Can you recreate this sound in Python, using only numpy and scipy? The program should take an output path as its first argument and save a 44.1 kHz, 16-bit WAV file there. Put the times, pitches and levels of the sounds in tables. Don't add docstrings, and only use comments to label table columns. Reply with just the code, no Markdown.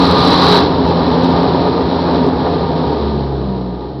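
import sys
import numpy as np
from scipy import signal
from scipy.fft import rfft, irfft
from scipy.io import wavfile

SR = 44100
rng = np.random.default_rng(int(sys.argv[2]) if len(sys.argv) > 2 else 0)


def wav_record(signal):
    frames = np.transpose(np.atleast_2d(signal))
    bounded = np.clip(frames, -1, 1)
    quanta = np.round(bounded * 32767).astype(np.int16)
    wavfile.write(sys.argv[1], SR, quanta)


N = 176400
T = np.arange(N) / SR
HZ = np.fft.rfftfreq(N, 1 / SR)
JITTER_HZ = 58
# (time [s], scale on jitter, flutter and drift [factor])
UNSTEADINESS = [(0, 1), (2.85, 1.1), (3.05, .5), (3.7, .7), (4, 1.8)]


def firing(sag_hz=6.5, jitter=0.016):
    # (time [s], rate [puffs/s])
    base_rate = [(0, 90.4), (.3, 88.3), (.8, 91), (.93, 84), (1.1, 86), (1.28, 86), (1.7, 90.4), (2.05, 87),
                 (2.4, 87), (2.85, 80.6), (3.0, 73.6), (3.2, 70.4), (3.42, 66), (3.55, 64), (3.75, 60.5),
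                 (4, 68)]
    rate = curve(base_rate)[0] - sag_hz * gulping(lag_s=0.0029)
    unevenness = 1 + jitter * curve(UNSTEADINESS)[0] * wander(JITTER_HZ)
    return np.cumsum(rate * unevenness) / SR


def gulping(lag_s=0, width_s=.02):
    # (time [s], depth [factor])
    gulps = [(0.101, 1.005), (.201, 0.974), (0.336, 1), (0.47, 0.65), (0.643, 1.257), (0.755, 1.123),
             (0.855, 1), (1.029, .6), (1.124, 0.89), (1.205, 0.44), (1.346, .8), (1.5, 1.077), (1.619, .8),
             (1.739, 0.54), (1.855, 1.08), (1.981, 0.64), (2.065, 0.53), (2.147, 0.75), (2.232, 0.98),
             (2.36, 1.08), (2.455, 0.62), (2.615, 0.86), (2.72, 0.5), (2.876, 0.87)]
    return sum(depth * bell(T - lag_s, s, width_s) for s, depth in gulps)


def exhaust(cycles, sharpness=0.57, uneven_db=1.5):
    bursts = np.exp(sharpness * np.cos(2 * np.pi * cycles))
    return unit(bursts * amp(uneven_db * wander(JITTER_HZ)))


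def throb(cycles, flutter_hz=19):
    # (time [s], first [dB], second [dB], third [dB])
    levels = [(0, -26.5, -16, -20), (.4, -31, -18, -17), (.54, -27, -17, -13.5), (.65, -28, -26, -20),
              (.8, -29, -17.5, -16), (.9, -25.5, -19, -27.5), (1.05, -29.5, -18, -15),
              (1.3, -28, -17.5, -13.5), (1.45, -31, -19, -20.5), (1.85, -28.5, -23, -20),
              (2.2, -30, -19, -15), (2.65, -27, -25.5, -27.5), (2.84, -29.5, -19, -19.5),
              (2.96, -26.5, -28, -28.5), (3.05, -19.5, -30.5, -24.5), (3.2, -23, -22, -21),
              (3.3, -23.5, -23, -36.5), (3.45, -24.5, -24.5, -24.5), (3.55, -29.5, -29.5, -23),
              (3.72, -28, -30, -24), (3.85, -32, -42, -40), (4, -36, -25.5, -29)]
    # (change in a gulp [dB], extra sag [Hz], lag of that change [s],
    # change before a gulp [dB], flutter [dB], phase drift [rad])
    motion = [(8, 9, -0.0086, -2.5, 0.3, 0.26), (-8, 0, -0.018, -0.5, .8, 0.12),
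              (-11, 0, 0.016, 0.5, 1.5, 0.22)]
    gulp, before_gulp = gulping(), gulping(lag_s=-0.04)
    unrest = curve(UNSTEADINESS)[0]
    tone = np.zeros(N)
    for k, (base_db, moves) in enumerate(zip(curve(levels), motion), 1):
        gulp_db, sag_hz, lag_s, before_db, flutter_db, drift_rad = moves
        flutter = flutter_db * unrest * wander(flutter_hz)
        level = amp(base_db + gulp_db * gulping(lag_s) + before_db * before_gulp + flutter)
        phase = 2 * np.pi * (k * cycles - sag_hz * np.cumsum(gulp) / SR)
        drift = drift_rad * unrest * wander(flutter_hz)
        tone += level * np.sqrt(2) * np.cos(phase + drift)
    return tone


def roar(puffs):
    # (frequency [Hz], relative level [dB])
    spectrum = [(20, -38.5), (40, -36), (62, -7), (100, -9.5), (135, -0.5), (180, 0), (208, -6.5),
                (285, 3.5), (320, 0), (336, -6), (352, 2.5), (400, -0.5), (440, -3), (490, -6.5),
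                (560, -12.5), (680, -8), (900, -23.5), (2000, -67)]
    # (time [s], relative level [dB])
    levels = [(0, -16), (.55, -15.5), (.68, -16.5), (1.1, -18.5), (1.55, -16), (1.95, -19.5), (2.15, -17.5),
              (2.45, -19), (2.87, -19.5), (3.3, -23), (3.55, -25.5), (4, -28.5)]
    return amp(curve(levels)[0] + 1.74) * turbulence(puffs, spectrum, steady=1.0, wet_db=0.5)


def rasp(puffs):
    # (frequency [Hz], relative level [dB])
    spectrum = [(330, -8), (420, 1), (480, 1), (600, -3.5), (690, -5), (820, -0.5), (940, 1.5),
                (1020, -5.5), (1200, -7), (1300, -10.5), (1600, -14.5), (1800, -16), (2050, -23.5),
                (2700, -30), (5000, -45.5)]
    # (time [s], relative level [dB])
    levels = [(0, -17.5), (0.57, -14), (0.68, -19.5), (1.35, -18), (1.98, -21), (2.12, -19.8), (2.3, -21.5),
              (2.87, -23.5), (3.3, -29.5), (4, -37)]
    return amp(curve(levels)[0] + 1.83) * turbulence(puffs, spectrum, steady=1.0, wet_db=8.0)


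def flare(puffs, steady=4.2):
    # (frequency [Hz], relative level [dB])
    top_spectrum = [(2800, -31), (3400, -12), (3750, -6.5), (3900, -1.5), (4030, -3), (4300, -5),
                    (4700, -12.5), (6300, -47.5)]
    # (frequency [Hz], relative level [dB])
    rush_spectrum = [(500, -21), (800, -9), (1120, 3), (1300, -5.5), (1500, -7), (1800, -12), (3000, -28.5)]
    peak_s, end_s, rise_db_per_s, fall_db_per_s = 0.44, 0.573, 15.5, 167.5
    db = -rise_db_per_s * np.maximum(peak_s - T, 0) - fall_db_per_s * np.maximum(T - end_s, 0)
    top, rush = rng.standard_normal((2, N)) * (steady + puffs)
    return amp(db - 18) * colour(top, top_spectrum, whistle_db=10.5) + amp(db - 15) * colour(rush, rush_spectrum)


def hiss(puffs):
    # (frequency [Hz], relative level [dB])
    spectrum = [(1000, -32.5), (2000, -13), (2800, -12), (3200, -7), (3700, -4.5), (4030, -0.5),
                (4400, -5.5), (5400, -14.5), (5750, -25), (6500, -56)]
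    # (time [s], relative level [dB])
    levels = [(0, -24.5), (0.559, -20.5), (.69, -30), (1.25, -29.6), (1.54, -29.5), (1.8, -32.5),
              (2.16, -31), (2.3, -35.5), (2.5, -33), (3.12, -36.5), (3.3, -42), (4, -47.5)]
    return amp(curve(levels)[0] + 0.24) * turbulence(puffs + spits(), spectrum, steady=0.25, wet_db=3.0)


def spits(per_s=53, decay_s=0.0011, size=1.4):
    hits = (rng.random(N) < per_s / SR) * size * rng.uniform(.5, 1, N)
    return signal.lfilter([1], [1, -np.exp(-1 / (decay_s * SR))], hits)


def surging(width_s=0.025):
    # (time [s], level change [dB])
    surges = [(.39, -2.5), (.54, 1.5), (1.34, 1.5), (1.66, 2), (2.09, 2.5), (2.47, 4)]
    return amp(sum(db * bell(T, s, width_s) for s, db in surges))


def turbulence(puffs, spectrum, steady, wet_db):
    noise = rng.standard_normal(N) * lingering(steady + puffs, wet_db)
    return colour(noise, spectrum)


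def lingering(strength, wet_db, t60_s=0.37):
    decay = np.exp(-np.log(1e6) / (t60_s * SR))
    power = strength ** 2
    tail = signal.lfilter([1 - decay], [1, -decay], power - power.mean()) + power.mean()
    return np.sqrt(abs(power + amp(wet_db) ** 2 * tail))


def colour(noise, spectrum, whistle_db=0, whistle_hz=4000):
    # (frequency [Hz], lift [dB])
    modes = [(415, 7.8), (458, 7), (509, 7.2), (532, 4.8), (554, 4.8), (589, 5.8), (624, 3.8), (701, 8.6),
             (744, 7.1), (797, 7.3), (842, 8.3), (911, 4.8), (946, 9.2), (980, 5.2), (1019, 8.6),
             (1061, 4.0), (1106, 6.9), (1168, 3.9), (1207, 12), (1237, 5.2)]
    knots_hz, knots_db = np.transpose(spectrum)
    broad = np.interp(np.log(HZ + 1), np.log(knots_hz), knots_db)
    room = sum(db * bell(HZ, hz, width=7.1) for hz, db in modes)
    whistle = whistle_db * bell(HZ, whistle_hz, width=7)
    return unit(irfft(rfft(noise) * amp(broad + room + whistle), N))


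def amp(db):
    return 10 ** (np.asarray(db) / 20)


def unit(x):
    return x / np.sqrt(np.mean(x ** 2) + 1e-20)


def bell(x, centre, width):
    return np.exp(-((x - centre) / width) ** 2)


def curve(rows):
    times, *columns = np.transpose(rows)
    return np.array([np.interp(T, times, c) for c in columns])


def wander(hz):
    return unit(irfft(rfft(rng.standard_normal(N)) * bell(HZ, 0, hz), N))


def scene():
    cycles = firing()
    puffs = exhaust(cycles)
    body, edge, air = roar(puffs), rasp(puffs), hiss(puffs)
    return (throb(cycles) + body + air + surging() * (edge + flare(puffs)))[None]


def low_pass(x, hz, taps=511):
    kernel = signal.firwin(taps, hz, window=("kaiser", 9), fs=SR)
    return signal.oaconvolve(x, kernel[None], "same")


def record(dry):
    bass_hz, knee, headroom, ceiling = 45.8, .61, .14, .71
    x = signal.sosfilt(signal.butter(4, bass_hz, "high", fs=SR, output="sos"), dry)
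    below_knee = np.clip(x, -knee, knee)
    squashed = below_knee + headroom * np.tanh((x - below_knee) / headroom)
    narrow = low_pass(squashed, hz=6020, taps=181)
    return low_pass(np.clip(narrow, -ceiling, ceiling), hz=15850)


dry = scene()
out = record(dry)
wav_record(out)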